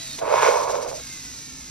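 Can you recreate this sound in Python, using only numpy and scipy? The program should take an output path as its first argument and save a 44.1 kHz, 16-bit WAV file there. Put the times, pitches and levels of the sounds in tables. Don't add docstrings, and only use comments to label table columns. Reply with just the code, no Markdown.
import sys
import numpy as np
from scipy import signal
from scipy.fft import rfft, irfft
from scipy.io import wavfile

SR = 44100
rng = np.random.default_rng(int(sys.argv[2]) if len(sys.argv) > 2 else 0)


def inscribe(sig):
    pcm = np.round(np.clip(np.atleast_2d(sig).T, -1, 1) * 32767)
    wavfile.write(sys.argv[1], SR, pcm.astype(np.int16))


N = 74970

GRIND_START_S, GRIND_RISE_S = .213, .003
SLIPS_PER_S, SLIP_SPREAD_DB = 2500, 1.5


def from_db(db):
    return 10 ** (np.asarray(db) / 20)


def rms_one(x):
    return x / np.sqrt(np.mean(x ** 2) + 1e-20)


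def in_time(rows):
    s, *columns = np.transpose(rows)
    t = np.arange(N) / SR
    return [np.interp(t, s, c) for c in columns]


def at_hz(rows, hz, column=1):
    rows = np.array(rows)
    return np.interp(np.log(np.maximum(hz, 1)), np.log(rows[:, 0]), rows[:, column])


def drift(rate_hz):
    r = np.exp(-2 * np.pi * rate_hz / SR)
    wander = signal.lfilter([1], [1, -2 * r, r * r], rng.standard_normal(N + SR))
    return rms_one(wander[SR:])


def colour(x, spectrum):
    hz = np.arange(N // 2 + 1) * SR / N
    return rms_one(irfft(rfft(x) * from_db(at_hz(spectrum, hz)), N))


def contacts(rate_per_s, spread_db):
    sizes = from_db(spread_db * np.minimum(rng.exponential(1, N), 5))
    signs = rng.choice([-1, 1], N)
    return sizes * signs * (rng.random(N) < rate_per_s / SR)


def ring(clicks, hz, t60_s):
    r = from_db(-60 / (t60_s * SR))
    w = 2 * np.pi * hz / SR
    return signal.lfilter([0, np.sin(w)], [1, -2 * r * np.cos(w), r * r], clicks + 1e-18)


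def whine():
    # t/s, commutator f/Hz, level/dB before the colouring, extra level of the shrill harmonics/dB
    motor_run = [(0, 663.5, -44.5, 9), (.08, 636.6, -47.5, 7.5), (.15, 617.5, -49, 15.5),
                 (.17, 621, -58, -14), (.98, 563, -76, -4), (1.02, 552, -46, -9), (1.07, 535.5, -48, -15),
                 (1.14, 520, -43.5, -10), (1.2, 508.3, -48, -15), (1.3, 496.6, -47, -3),
                 (1.4, 465, -51, -14), (1.5, 452, -46.5, -20), (1.6, 432, -51, -14),
                 (1.66, 414, -52.5, -22), (1.7, 405, -48, -15)]
    # f/Hz, level/dB
    casing_colour = [(540, -24), (620, 2), (1300, -10), (1600, -7), (1850, -6), (2100, 1), (2350, -6),
                     (2600, -4), (2900, -14), (3200, -16), (3850, 0), (4350, -5), (4600, -11), (5100, -14),
                     (6400, -16)]
    order_levels = [-4.5, -14, -3.5, -2.5, -3.5, -2.5, 1, -22, 2, -36, -9]
    shrill_from_hz = 2900
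    flicker_db, flicker_hz = 1.8, 60
    segments, unbalance = 6, .35

    hz, db, shrill_db = in_time(motor_run)
    hz = hz * (1 + .004 * drift(36.1))
    turn = 2 * np.pi * np.cumsum(hz) / SR
    wobble = .0086 * drift(66)
    throb = 1 + unbalance * np.sin(turn / segments)
    total = np.zeros(N)
    for k, order_db in enumerate(order_levels, start=1):
        level_db = db + shrill_db * (k * hz > shrill_from_hz) + order_db
        level_db = level_db + at_hz(casing_colour, k * hz) + flicker_db * drift(flicker_hz)
        total += from_db(level_db) * np.sin(k * turn + k * k * (1 + wobble))
    return throb * total


def whirr():
    # t/s, level/dB
    gear_level = [(0, -36), (.16, -37), (.19, -34), (.21, -44), (.26, -44.5), (.33, -38.5), (.41, -34),
                  (.44, -29.5), (.49, -32), (.55, -35.5), (.68, -43), (.88, -46.5), (1.0, -39.5),
                  (1.09, -38), (1.4, -40.5), (1.7, -43)]
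    # t/s, gain level/dB
    chatter_swells = [(0.345, 2.5), (0.587, 3.5), (0.639, 5.5), (0.709, 9), (0.762, 7.5), (.83, 8.5),
                      (.895, 9.5), (0.962, 4.5)]
    # f/Hz, level/dB per Hz
    gear_colour = [(400, -20.5), (1200, -15.5), (2000, -12.5), (2600, -10.5), (3200, -13), (3900, -8.5),
                   (4600, -8), (5300, -9), (6000, -26), (6600, 0), (7400, -1.5), (8300, -9.5), (9500, -21),
                   (11000, -16), (12400, -18), (14000, -21.5), (15500, 0.5), (16000, -45)]
    # t/s, level/dB relative to the whirr
    rasp_level = [(0, -12), (.25, -13.5), (.35, -6), (.85, -4.5), (1.0, -7.5), (1.7, -3.5)]
    # f/Hz, level/dB relative to the whirr
    housing_tones = [(3870, -18), (4820, -16), (5130, -20), (5520, -19), (5780, -16), (6080, -16),
                     (6260, -19)]
    teeth_per_s, rasp_teeth_per_s, tooth_spread_db = 8000, 3000, 2.0
    chatter_width_s, rasp_chatter = .014, .2
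    rasp_hz, rasp_t60_s = 6050, .0016
    tone_wander, tone_flicker_db = .01, 4
    flicker_db, flicker_hz = .7, 82

    db, = in_time(gear_level)
    rasp_db, = in_time(rasp_level)
    t = np.arange(N) / SR
    chatter_db = sum(gain * np.exp(-.5 * ((t - s) / chatter_width_s) ** 2) for s, gain in chatter_swells)
    db = db + chatter_db
    rasp_db = rasp_db + rasp_chatter * chatter_db

    teeth = colour(contacts(teeth_per_s, tooth_spread_db), gear_colour)
    rasp = ring(contacts(rasp_teeth_per_s, tooth_spread_db), rasp_hz, rasp_t60_s)
    rasp = rms_one(ring(rasp, rasp_hz, rasp_t60_s))
    tones = np.zeros(N)
    for hz, tone_db in housing_tones:
        phase = 2 * np.pi * hz / SR * np.cumsum(1 + tone_wander * drift(12))
        tones += from_db(tone_db + tone_flicker_db * drift(19)) * np.sin(phase)
    return from_db(db + flicker_db * drift(flicker_hz)) * (teeth + from_db(rasp_db) * rasp + tones)


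def grind():
    # t/s, level/dB of the rub, middle modes relative level/dB, upper modes relative level/dB
    grind_level = [(0.21, -27.5, -9, -9), (0.232, -29.5, -5.5, -16.5), (0.302, -24.5, -3, -10.5),
                   (0.344, -18.5, -5.5, -13), (0.37, -26, 1.5, -5), (0.396, -28.5, 5.5, -2.5),
                   (0.422, -26, -3.5, -2), (0.456, -21.5, 2.5, -3), (0.492, -15.5, -11.5, -12.5),
                   (0.516, -25, 1, -9), (0.55, -19.5, -10, -18), (0.576, -28, 3.5, -8),
                   (0.6, -24, -3.5, -15), (0.648, -30.5, 0.5, -12), (0.7, -24.5, -5, -18),
                   (.725, -29.5, -5, -14), (.752, -25, -7, -19.5), (.83, -31.5, -8, -16.5),
                   (0.87, -28.5, -14.5, -18.5), (0.9, -33, -14, -16.5), (0.925, -33.5, -11, -23),
                   (0.96, -40, -15, -20), (1.0, -42, -12, -8), (1.015, -52.5, -9, -9)]
    # t/s, strike level/dB, middle and upper modes relative level/dB
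    grain_jolts = [(.215, -32, -8), (.279, -20, -7), (.340, -16.5, 1), (0.343, -16.5, -4), (.379, -29, 15),
                   (.424, -17, 6), (0.4307, -14, 6.5), (.457, -20.5, -1), (.476, -21.5, 9.5),
                   (.485, -10, -5), (.51, -21.5, 5), (.54, -17, -4), (.556, -28, -2), (.62, -26, 6),
                   (.698, -20, -13), (.714, -34, 0), (.733, -26, -7), (0.745, -48, 3), (.755, -24, 4),
                   (.789, -33.5, -6.5), (.81, -28, -2), (.828, -27, -8), (.849, -26, -8), (.863, -25, -15),
                   (0.875, -37, -17), (.882, -37, -6), (.914, -30.5, 1), (.929, -30, -5), (.992, -46, -11),
                   (1.0, -41, 2)]
    # f/Hz, level/dB, t60/s under the slips
    body_modes = [(397, -16, 0.013), (483.7, -5.5, 0.069), (544, -2.5, 0.046), (608.8, 0, 0.062),
                  (668.8, -2, 0.083), (841.4, -9.5, 0.12), (942, -2, 0.032), (1047, -4.5, 0.051),
                  (1116, -9.5, 0.044), (1305, -16, 0.037), (1463, 0.5, 0.03), (1677, -4, 0.042),
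                  (2050, -7.5, 0.0086), (2218, -0.5, 0.022), (2513, -4, 0.025), (3260, -5, 0.0017)]
    group_edges_hz, board_cut_hz = (760, 1400), 431
    jolt_dull_db, jolt_damping = 22, .42
    grind_stop_s, fade_s = 1.03, .017

    db, middle_db, upper_db = in_time(grind_level)
    t = np.arange(N) / SR
    slips = contacts(SLIPS_PER_S, SLIP_SPREAD_DB)
    jolts = np.zeros((3, N))
    for s, strike_db, bright_db in grain_jolts:
        group_db = np.array([0, bright_db, bright_db - jolt_dull_db])
        jolts[:, int(s * SR)] = from_db(strike_db + group_db)

    groups, knocks = np.zeros((3, N)), np.zeros(N)
    for hz, mode_db, t60_s in body_modes:
        group = np.searchsorted(group_edges_hz, hz)
        groups[group] += from_db(mode_db) * rms_one(ring(slips * rng.standard_normal(N), hz, t60_s))
        strikes = jolts[group] * rng.uniform(.48, .51, N)
        knocks += from_db(mode_db) * ring(strikes, hz, jolt_damping * t60_s)

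    lead_in = .21 * (t > GRIND_START_S - .03)
    on = np.clip((t - GRIND_START_S) / GRIND_RISE_S, lead_in, 1)
    on = on * np.clip((grind_stop_s - t) / fade_s, 0, 1)
    rub = sum(from_db(g) * rms_one(x) for g, x in zip((0, middle_db, upper_db), groups))
    high_pass = signal.butter(8, board_cut_hz, "high", fs=SR, output="sos")
    return signal.sosfilt(high_pass, on * from_db(db) * rub + knocks)


def groan():
    hz, t60_s, tone_db = 655, .1, -25
    fade_from_s, fade_s = .262, .02
    t = np.arange(N) / SR
    rise = np.clip((t - GRIND_START_S) / GRIND_RISE_S, 0, 1)
    fade = np.clip(1 - (t - fade_from_s) / fade_s, 0, 1)
    rough = rms_one(ring(contacts(SLIPS_PER_S, SLIP_SPREAD_DB), hz, t60_s))
    return from_db(tone_db) * rise * fade * (np.sin(2 * np.pi * hz * t) + .55 * rough)


def engage():
    # t/s, strike level/dB before the modes add and are halved
    drive_ticks = [(.188, -25), (.190, -25), (.193, -30)]
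    modes_hz, t60_s = (500, 1000, 1800, 2200, 2800, 3550), .007
    train = np.zeros(N)
    for s, db in drive_ticks:
        train[int(s * SR)] = from_db(db)
    return sum((-1) ** k * ring(train, hz, t60_s) for k, hz in enumerate(modes_hz)) / 2


def ports(common, own):
    # f/Hz, left minus right level/dB, left leads/rad, level/dB of the share heard by one port alone
    port_response = [(170, -5, 0, -12), (340, -17, .6, -2), (430, -14, 1.4, -4), (520, -7, 2.1, -8),
                     (700, -4, 2.3, -8), (860, -3, 1.3, -2), (1030, -3, .4, -7), (1550, 0, .6, -6),
                     (2200, -1, .3, -7), (3000, -2, 1.3, -3), (3800, -4, .5, -5), (4500, -5, 1.3, -3),
                     (5300, -2, .7, -2), (6000, -2, 1.2, -2), (6600, -1, 2.7, -9), (7050, 0, 3.14, -22),
                     (7800, 0, 3.14, -22), (8300, -1, 4.2, -7), (9300, 0, 6.1, -12), (10000, 0, 6.28, -25),
                     (10900, 0, 6.28, -20), (11500, 0, 6.8, -8), (12400, 0, 8.6, -10),
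                     (12900, 0, 9.42, -26), (14800, 0, 9.42, -26), (15300, 0, 11, -6)]
    hz = np.arange(N // 2 + 1) * SR / N
    side = np.array([[.5], [-.5]])
    turned = np.exp(1j * side * at_hz(port_response, hz, column=2)) * rfft(common)
    alone = from_db(at_hz(port_response, hz, column=3)) * rfft(own)
    balance = from_db(side * at_hz(port_response, hz))
    return irfft((turned + alone) * balance, N)


def hum():
    # f/Hz, level/dB per Hz
    hum_colour = [(20, -5.5), (35, -29), (55, 1), (90, -9), (140, -1), (200, -12), (260, -5), (310, -9),
                  (380, -20.5), (1000, -27), (3000, -51)]
    # f/Hz, left minus right level/dB
    hum_lean = [(50, 0), (100, -1), (170, -5.5), (300, -9)]
    shared_db, own_db = -48.5, -13.5
    common, left, right = (colour(rng.standard_normal(N), hum_colour) for _ in range(3))
    hz = np.arange(N // 2 + 1) * SR / N
    lean = from_db(np.array([[.5], [-.5]]) * at_hz(hum_lean, hz))
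    both = common + from_db(own_db) * np.array([left, right])
    return from_db(shared_db) * irfft(lean * rfft(both), N)


def scene():
    common, left, right = (whirr() + grind() for _ in range(3))
    vehicle = common + whine() + groan() + engage()
    return ports(vehicle, np.array([left, right])) + hum()


def record(dry):
    return signal.sosfilt(signal.cheby2(12, 70, 16000, fs=SR, output="sos"), dry)


dry = scene()
out = record(dry)
inscribe(out)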